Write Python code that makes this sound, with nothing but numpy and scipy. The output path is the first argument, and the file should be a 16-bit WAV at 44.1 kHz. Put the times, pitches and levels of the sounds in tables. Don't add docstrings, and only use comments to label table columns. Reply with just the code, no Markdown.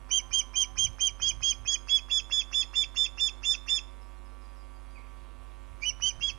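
import sys
import numpy as np
from scipy import signal
from scipy.io import wavfile
from scipy.ndimage import uniform_filter1d

SR = 44100
rng = np.random.default_rng(int(sys.argv[2]) if len(sys.argv) > 2 else 0)


def log_audio(samples):
    frames = np.atleast_2d(samples).T
    limited = np.clip(frames, -1, 1)
    pcm = np.round(limited * 32767).astype(np.int16)
    wavfile.write(sys.argv[1], SR, pcm)


N = 281358

# multiple of the mains frequency, level/dB
MAINS_HARMONICS = [(1, -42.5), (5, -62), (7, -65), (9, -74), (11, -66), (13, -71.5), (15, -68.5), (17, -73),
                   (19, -65), (21, -67), (23, -60.5), (25, -73.5), (27, -69.5), (29, -75.5), (31, -70.5),
                   (33, -82), (35, -73.5), (37, -73.5), (39, -83.5), (41, -75.5), (43, -74), (45, -74),
                   (47, -76), (49, -75.5), (51, -84.5), (53, -76), (55, -78), (57, -77), (59, -90.5),
                   (63, -80.5), (65, -79), (67, -80), (69, -84), (75, -83.5), (77, -90)]
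MAINS_HZ = 50.0587
# f/Hz, level/dB per Hz
HISS_SPECTRUM = [(90, -43), (200, -6), (300, -8.5), (500, -9), (1200, -11), (1640, -20.5), (3000, -21),
                 (7000, -27.5), (10400, -24.5), (11000, -31.5), (14000, -36.5)]
HISS_LEVEL_DB = -59
# f/Hz, level/dB
IDLE_SPECTRUM = [(20, 10), (700, 7.0), (860, -1), (900, -61.0)]
RUMBLE_SPECTRUM = [(15, -16), (40, -2.5), (100, -0.5), (170, -23.5), (300, -25.5), (600, -78)]
# t/s, level/dB
WIND_LEVEL = [(0.0, -51), (0.23, -60), (0.32, -48), (0.41, -58.5), (0.71, -58.5), (0.78, -42),
              (0.891, -39.5), (0.96, -53.5), (1.35, -47), (1.62, -49.5), (1.85, -56.5), (3.5, -60),
              (4.71, -62.5), (5.22, -54.5), (5.65, -56), (5.74, -49), (6.13, -54), (6.179, -48.5),
              (6.38, -50)]
# mean f/Hz, mean level/dB
MOAN_TONES = [(770, -63), (1030, -57)]

# pop t/s, whistle t/s, whistle length/s, lead-in length/s,
#  whistle f/Hz early, middle, late, lower note f/Hz, lead-in partner f/Hz,
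#  whistle level/dB early, middle, late, sag; octave level/dB early, middle, sag;
#  base level/dB of multiple 3, of 3/2 early, late, of 5/3 early, late (stage offsets are added);
#  lead-in level/dB, its partner level/dB, tail level/dB, pop level/dB
CHIRP_ROWS = [ (0.093, 0.114, 0.08, 0.013, 3093, 3170, 3190, 2350, 5460, -24.5, -23.5, -21, -28, -25.5, -32.5, -22.5, -40.5, -51, -49, -71, -77, -41.5, -62, -43, -37),
              (0.309, 0.332, 0.076, 0.022, 3158, 3192, 3194, 2390, 5600, -25, -21, -20.5, -27.5, -26, -39, -23, -41.5, -44, -54, -44, -43.5, -42, -50, -40.5, -36),
              (0.537, 0.559, 0.079, 0.021, 3152, 3200, 3198, 2390, 5500, -25.5, -21.5, -20.5, -27, -26.5, -35.5, -22.5, -40.5, -44, -60, -62, -37.5, -40.5, -49.5, -40, -39),
              (0.759, 0.783, 0.08, 0.014, 3174, 3197, 3220, 2428, 5530, -25, -21, -20.5, -28, -26, -32.5, -23.5, -41.5, -52, -55, -43.5, -38.5, -37.5, -45, -42, -35.5),
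              (0.985, 1.007, 0.079, 0.018, 3166, 3191, 3205, 2425, 5460, -26, -20, -21.5, -26.5, -26.5, -40, -24, -41.5, -48, -52, -63, -49.5, -43, -46, -41, -34),
              (1.199, 1.221, 0.086, 0.026, 3200, 3280, 3250, 2476, 5730, -24, -23, -21.5, -26.5, -30.5, -54, -24.5, -52, -43, -41, -49, -36.5, -47.5, -49.5, -38.5, -33.5),
              (1.408, 1.433, 0.088, .013, 3226, 3239, 3284, 2520, 5140, -23, -22.5, -21.5, -26, -29, -34, -24.5, -49.5, -44, -42.5, -44, -35.5, -36.5, -42.5, -38, -35),
              (1.650, 1.677, 0.075, 0.024, 3277, 3330, 3350, 2516, 5560, -23, -24.5, -26, -24.5, -28.5, -35, -24, -49.5, -41.5, -36, -51, -38, -40, -46, -37.5, -35.5),
              (1.873, 1.896, 0.088, 0.014, 3368, 3390, 3407, 2647, 5520, -23.5, -19, -17.5, -28, -38, -74, -33.5, -49, -42.5, -37.5, -58, -62, -34.5, -48, -39.5, -37.5),
              (2.086, 2.112, 0.083, 0.015, 3463, 3457, 3452, 2697, 4750, -21.5, -23, -22, -24, -41, -32.5, -31.5, -53, -42.5, -35, -55, -54, -34.5, -49, -35.5, -36),
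              (2.299, 2.323, 0.088, 0.017, 3458, 3438, 3484, 2686, 5300, -21.5, -25.5, -19.5, -25, -37.5, -35, -32.5, -57, -37.5, -38.5, -65, -70, -35.5, -49, -35.5, -33.5),
              (2.515, 2.543, 0.081, .017, 3487, 3467, 3516, 2680, 5350, -21.5, -20, -20.5, -23.5, -37, -38, -31, -49, -39.5, -34.5, -60, -57, -32.5, -45, -33.5, -35),
              (2.733, 2.757, 0.078, 0.021, 3526, 3529, 3520, 2710, 5400, -21.5, -18.5, -22, -24, -37.5, -39.5, -32.5, -48, -37.5, -38, -65, -67, -37, -51.5, -33.5, -34.5),
              (2.947, 2.973, 0.084, 0.015, 3533, 3514, 3546, 2735, 5390, -21.5, -19, -20.5, -25.5, -38, -37.5, -33, -49.5, -38, -39, -54, -57, -33, -42, -31.5, -36.5),
              (3.175, 3.202, .082, 0.025, 3547, 3534, 3532, 2710, 5470, -21.5, -17.5, -21.5, -26.5, -37.5, -38, -31, -44, -37, -35.5, -63, -75, -36, -45, -33.5, -36),
              (3.423, 3.452, 0.09, .019, 3500, 3530, 3563, 2700, 5450, -24, -20.5, -18, -28, -36, -35.5, -32, -46, -42.5, -32.5, -61, -59, -32, -49, -31.5, -38.5),
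              (3.663, 3.694, 0.088, 0.017, 3528, 3534, 3545, 2706, 5400, -22.5, -18.5, -22, -26, -34.5, -44, -32, -46, -38, -33.5, -62, -69, -32, -43, -31, -39.5),
              (5.798, 5.852, 0.051, 0.032, 2955, 2990, 3012, 2343, 4780, -27.5, -24.5, -24, -30, -46, -31, -25.5, -45.5, -59, -51, -68, -65, -32.5, -46.5, -44, -49),
              (6.000, 6.024, 0.078, 0.018, 3014, 3037, 3160, 2500, 5750, -25, -22.5, -24.5, -30, -28.5, -32.5, -26.5, -45, -50, -43, -67, -42, -48, -53.5, -44, -34.5),
              (6.198, 6.227, 0.069, 0.018, 3298, 3306, 3380, 2730, 5790, -23, -22.5, -33, -25, -41.5, -52, -38, -66, -47.5, -43.5, -61, -63, -32, -49, -33, -35.5),
              ]
PARTIAL_MULTIPLES = (1, 2, 3, 3 / 2, 5 / 3)
BROKEN_PARTNERS = [(1 / 2, 3), (5 / 2, 3), (8 / 3, 4), (4 / 3, 4)]
PARTNER_OFFSET_DB = (-21.5, -18, -16.5, -14.5)
STAGE_SHARES = (0, .16, .45, .72, .9, 1)
# at the start from early, at late from the sag, at the end from the sag [level/dB]
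OCTAVE_OFFSET_DB = (-3, -9, -11)
# start, early, middle, late [level/dB]
THIRD_OFFSET_DB = (-21, -9.5, -8, -4)
HALF_OFFSET_DB = (-21, 2.5, 0, 1.5, -3, -26.5)
THIRDS_OFFSET_DB = (3.5, -5, -2.5, 0.5, -28, -30.5)
TAIL_SHARES = (0.99, 0.96)
# f/Hz, level/dB
AIR_SPECTRUM = [(1500, -12.5), (2200, 3.5), (3000, -2.5), (3800, -64.5), (4400, 0.5), (5200, 6.5),
                (6600, 2), (7400, -42), (9000, -14.5), (11000, -32.5), (13500, -30.5)]
# f/Hz, level/dB
ADDED_TREBLE_SPECTRUM = [(7000, -41.5), (8200, -2.5), (10600, -27), (11200, -0.5), (13500, -13)]

ONSET_HZ, SAG_HZ, END_HZ = -88.5, -105, -240
ONSET_DB, END_DB = -6.5, -4
THIRD_SAG_DB, THIRD_END_DB = -2.5, -12.5
OVERLAP_S, TAIL_GAP_S, TAIL_S = .003, .002, .011
LEAD_IN_HZ_PER_S = 3500
TAIL_PARTNER_HZ, TAIL_PARTNER_DB = 5210, -5.5
ADDED_TREBLE_DB = -44

# t/s, length/s, first f/Hz, last f/Hz, peak level/dB before the echoes
DISTANT_NOTES = [(4.01, 0.026, 5500, 5000, -63), (4.406, .025, 5500, 4950, -68),
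                 (4.557, .03, 5600, 4850, -66), (4.25, 0.033, 5180, 5000, -68),
                 (4.415, 0.056, 4900, 4790, -66), (4.59, 0.043, 4830, 4820, -66.5),
                 (4.74, 0.05, 4760, 4830, -69), (4.892, 0.113, 4860, 4570, -70),
                 (4.951, 0.041, 2624, 2065, -50.5)]
BAND_EDGE_HZ = 13800


def gain_of(db):
    return 10 ** (np.asarray(db) / 20)


def evened(x):
    return x / np.sqrt(np.mean(x ** 2) + 1e-20)


def add(mix, start_s, sound):
    part = mix[round(start_s * SR):][:len(sound)]
    part += sound[:len(part)]


def wander(count, span):
    noise = rng.standard_normal(count)
    return evened(uniform_filter1d(uniform_filter1d(noise, span), span))


def coloured(points, patchy_db, bins=8):
    real, imaginary, patches = rng.standard_normal((N // 256 + 5, 513, 3)).T
    patches = uniform_filter1d(patches, bins, axis=0)
    patches = evened(uniform_filter1d(patches, 10, axis=1))
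    hz = np.fft.rfftfreq(1024, 1 / SR)
    f, db = np.transpose(points)
    shape = np.interp(np.log(hz + 1), np.log(f + 1), db)[:, None]
    spectrum = (real + 1j * imaginary) * gain_of(shape + patchy_db * patches)
    return evened(signal.istft(spectrum, nperseg=1024, noverlap=768)[1][:N])


def hum():
    angle = 2 * np.pi * MAINS_HZ * (np.arange(N) / SR - .0058)
    out = gain_of(MAINS_HARMONICS[0][1]) * np.sin(angle)
    for k, db in MAINS_HARMONICS[1:]:
        waver = np.repeat(gain_of(db + 1.5 * wander(N // 50 + 1, 40)), 50)[:N]
        phase = (.5 if k > 20 else 1.2) * rng.standard_normal()
        out += waver * np.cos(k * angle + phase)
    return np.sqrt(2) * out


def hiss():
    return gain_of(HISS_LEVEL_DB) * coloured(HISS_SPECTRUM, patchy_db=2.2)


def idle_noise():
    return gain_of(-81.0) * coloured(IDLE_SPECTRUM, patchy_db=4.5)


def wind():
    s, db = np.transpose(WIND_LEVEL)
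    rumble = coloured(RUMBLE_SPECTRUM, patchy_db=3.5, bins=2)
    return gain_of(np.interp(np.arange(N) / SR, s, db)) * rumble


def moan():
    out = np.zeros(N)
    t = np.arange(SR) / SR
    drift = np.cumsum(1 + 0.0089 * wander(SR, 1500)) / SR
    fade = np.clip((t - .04) / .05, 0, 1) * np.clip((1.0 - t) / 0.25, 0, 1)
    for hz, db in MOAN_TONES:
        level = gain_of(db + 3.0 * wander(SR, 1500))
        add(out, 0, fade * level * np.sin(2 * np.pi * hz * drift))
    return out


def pop(db):
    t = np.arange(0, .022, 1 / SR)
    click = np.sin(2 * np.pi * 1200 * t) * t / .0004 * np.exp(1 - t / .0004)
    slide = np.sin(2 * np.pi * np.cumsum(1500 + 45000 * t) / SR) * np.sin(np.pi * t / t[-1])
    return gain_of(db) * (click + gain_of(-17.5 + 7.2 * wander(len(t), 30)) * slide)


def lower_note(start_s, length, early_hz, late_hz, db, upper_hz, upper_db):
    u = np.arange(-.5, 1.5, 1 / (length * SR))
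    angle = 2 * np.pi * np.cumsum(early_hz + (late_hz - early_hz) * (2 * u - .5)) / SR
    upper = angle * 2 * upper_hz / (early_hz + late_hz)
    swell = np.exp(-1.2 * (u - .5) ** 2 - 10.0 * (u - .5) ** 4)
    swell = swell * gain_of(2.0 * wander(len(u), 50))
    note = gain_of(db) * np.sin(angle) + gain_of(upper_db) * np.sin(upper)
    return start_s - length / 2, np.sqrt(2) * swell * note


def stages(s, length, pitch_hz, early_db, middle_db, late_db, sag_db,
           octave_early, octave_middle, octave_sag, third_db, *broken_db):
    u = np.array(STAGE_SHARES)
    held_hz = pitch_hz[-1]
    hz = (pitch_hz[0] + ONSET_HZ, *pitch_hz, held_hz + SAG_HZ, held_hz + END_HZ)
    whistle = (early_db + ONSET_DB, early_db, middle_db, late_db, sag_db, sag_db + END_DB)
    start, late, end = OCTAVE_OFFSET_DB
    octave = (octave_early + start, octave_early, octave_middle,
              octave_sag + late, octave_sag, octave_sag + end)
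    third = (*np.add(third_db, THIRD_OFFSET_DB),
             2 * octave_sag + THIRD_SAG_DB, 2 * octave_sag + THIRD_END_DB)
    half, thirds = (np.interp(u, STAGE_SHARES[1:4:2], pair) for pair in np.reshape(broken_db, (2, 2)))
    return np.transpose([s + length * u, hz, whistle, octave, third,
                         half + HALF_OFFSET_DB, thirds + THIRDS_OFFSET_DB])


def whistle_tone(rows, rise_db=3600, fall_db=1900):
    s, hz, *levels = np.transpose(rows)
    t = np.arange(s[0] - .02, s[-1] + 0.09, 1 / SR)
    before, after = np.maximum(s[0] - t, 0), np.maximum(t - s[-1], 0)
    edge_db = -rise_db * before - fall_db * after
    hz = np.interp(t, s, hz) - 9000 * before - 9000 * after
    hz = uniform_filter1d(hz, 250) * (1 + 0.00017 * wander(len(t), 60))
    angle = 2 * np.pi * np.cumsum(hz) / SR
    levels = [20 * np.log10(np.interp(t, s, gain_of(db))) for db in levels]
    levels = [uniform_filter1d(db + edge_db, 50) for db in levels]
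    parts = list(zip(PARTIAL_MULTIPLES, levels))
    third_fade = (levels[2] - levels[2].max()) / 2
    for (k, n), db in zip(BROKEN_PARTNERS, PARTNER_OFFSET_DB):
        parts.append((k, levels[n] + db + (k > 2) * third_fade))
    tone = np.zeros(len(t))
    for k, db in parts:
        if k == 1:
            flutter_db = .6
        else:
            flutter_db = 1.5 if 2 * k % 1 == 0 and k < 2.2 else 3.2
        level = gain_of(db + flutter_db * wander(len(t), 90))
        jitter = 0.1 * (k > 2.2) * wander(len(t), 40)
        tone += level * np.cos(k * angle + np.pi + jitter)
    return t[0], np.sqrt(2) * tone, gain_of(levels[0]), gain_of(levels[1])


def bird():
    voice, air, treble_level = np.zeros((3, N))
    for row in CHIRP_ROWS:
        pop_s, s, length, lead, *pitch_hz, low_hz, partner_hz = row[:9]
        *levels, lead_db, partner_db, tail_db, pop_db = row[9:]
        add(voice, pop_s, pop(pop_db))
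        lead_in = lower_note(s - lead + OVERLAP_S, lead, low_hz, low_hz + LEAD_IN_HZ_PER_S * lead,
                             lead_db, partner_hz, partner_db)
        tail = lower_note(s + length + TAIL_GAP_S, TAIL_S, *np.multiply(TAIL_SHARES, low_hz),
                          tail_db, TAIL_PARTNER_HZ, tail_db + TAIL_PARTNER_DB)
        for start, note in (lead_in, tail):
            add(voice, start, note)
            add(air, start, gain_of(-3) * abs(note) * 2 * TAIL_S * SR / len(note))
        start, tone, level, octave = whistle_tone(stages(s, length, pitch_hz, *levels))
        add(voice, start, tone)
        add(air, start, gain_of(-48.5) * (level > gain_of(-48)))
        add(treble_level, start, gain_of(ADDED_TREBLE_DB) * octave)
    air_noise = coloured(AIR_SPECTRUM, patchy_db=6.5, bins=2)
    treble_noise = coloured(ADDED_TREBLE_SPECTRUM, patchy_db=4.5, bins=3)
    breathy_voice = voice + uniform_filter1d(uniform_filter1d(air, 1100), 1100) * air_noise
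    return breathy_voice + uniform_filter1d(treble_level, 900) * treble_noise


def trees(x):
    t = np.arange(SR // 2) / SR
    near, far = rng.standard_normal((2, len(t)))
    near *= gain_of(-60 * t / .14)
    far *= gain_of(-60 * t / .42) * (t > .02)
    near *= gain_of(-14) / np.linalg.norm(near)
    far *= gain_of(-24.5) / np.linalg.norm(far)
    return x + signal.fftconvolve(x, near + far)[:N]


def far_notes():
    out = np.zeros(N)
    for s, length, from_hz, to_hz, db in DISTANT_NOTES:
        hz = np.linspace(from_hz, to_hz, round(length * SR))
        tone = np.sin(2 * np.pi * np.cumsum(hz) / SR)
        add(out, s, gain_of(db) * tone * signal.windows.tukey(len(hz), .4))
    t = np.arange(SR) / SR
    echoes = rng.standard_normal(SR) * gain_of(-60 * t / 0.53)
    return out + signal.fftconvolve(out, echoes / np.linalg.norm(echoes))[:N]


def rustle():
    band = signal.butter(2, [2000, 3600], "bandpass", fs=SR, output="sos")
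    grains = signal.sosfilt(band, rng.standard_normal(N))
    growth = np.clip((np.arange(N) / SR - 4.8) / .5, 0, 1)
    return gain_of(-59.0 + 3.0 * wander(N, 300)) * growth * grains


def scene():
    mic = hum() + hiss() + wind() + moan() + trees(bird()) + far_notes() + rustle()
    return np.array([idle_noise(), mic])


def record(dry):
    treble = signal.firwin(2047, 860, pass_zero=False, fs=SR)
    leak = gain_of(-18.5) * signal.oaconvolve(dry[1], treble, "same")
    both = np.array([dry[0] + leak, dry[1]])
    low_pass = signal.firwin(511, BAND_EDGE_HZ, window=("kaiser", 9), fs=SR)
    return signal.oaconvolve(both, low_pass[None], "same")


dry = scene()
out = record(dry)
log_audio(out)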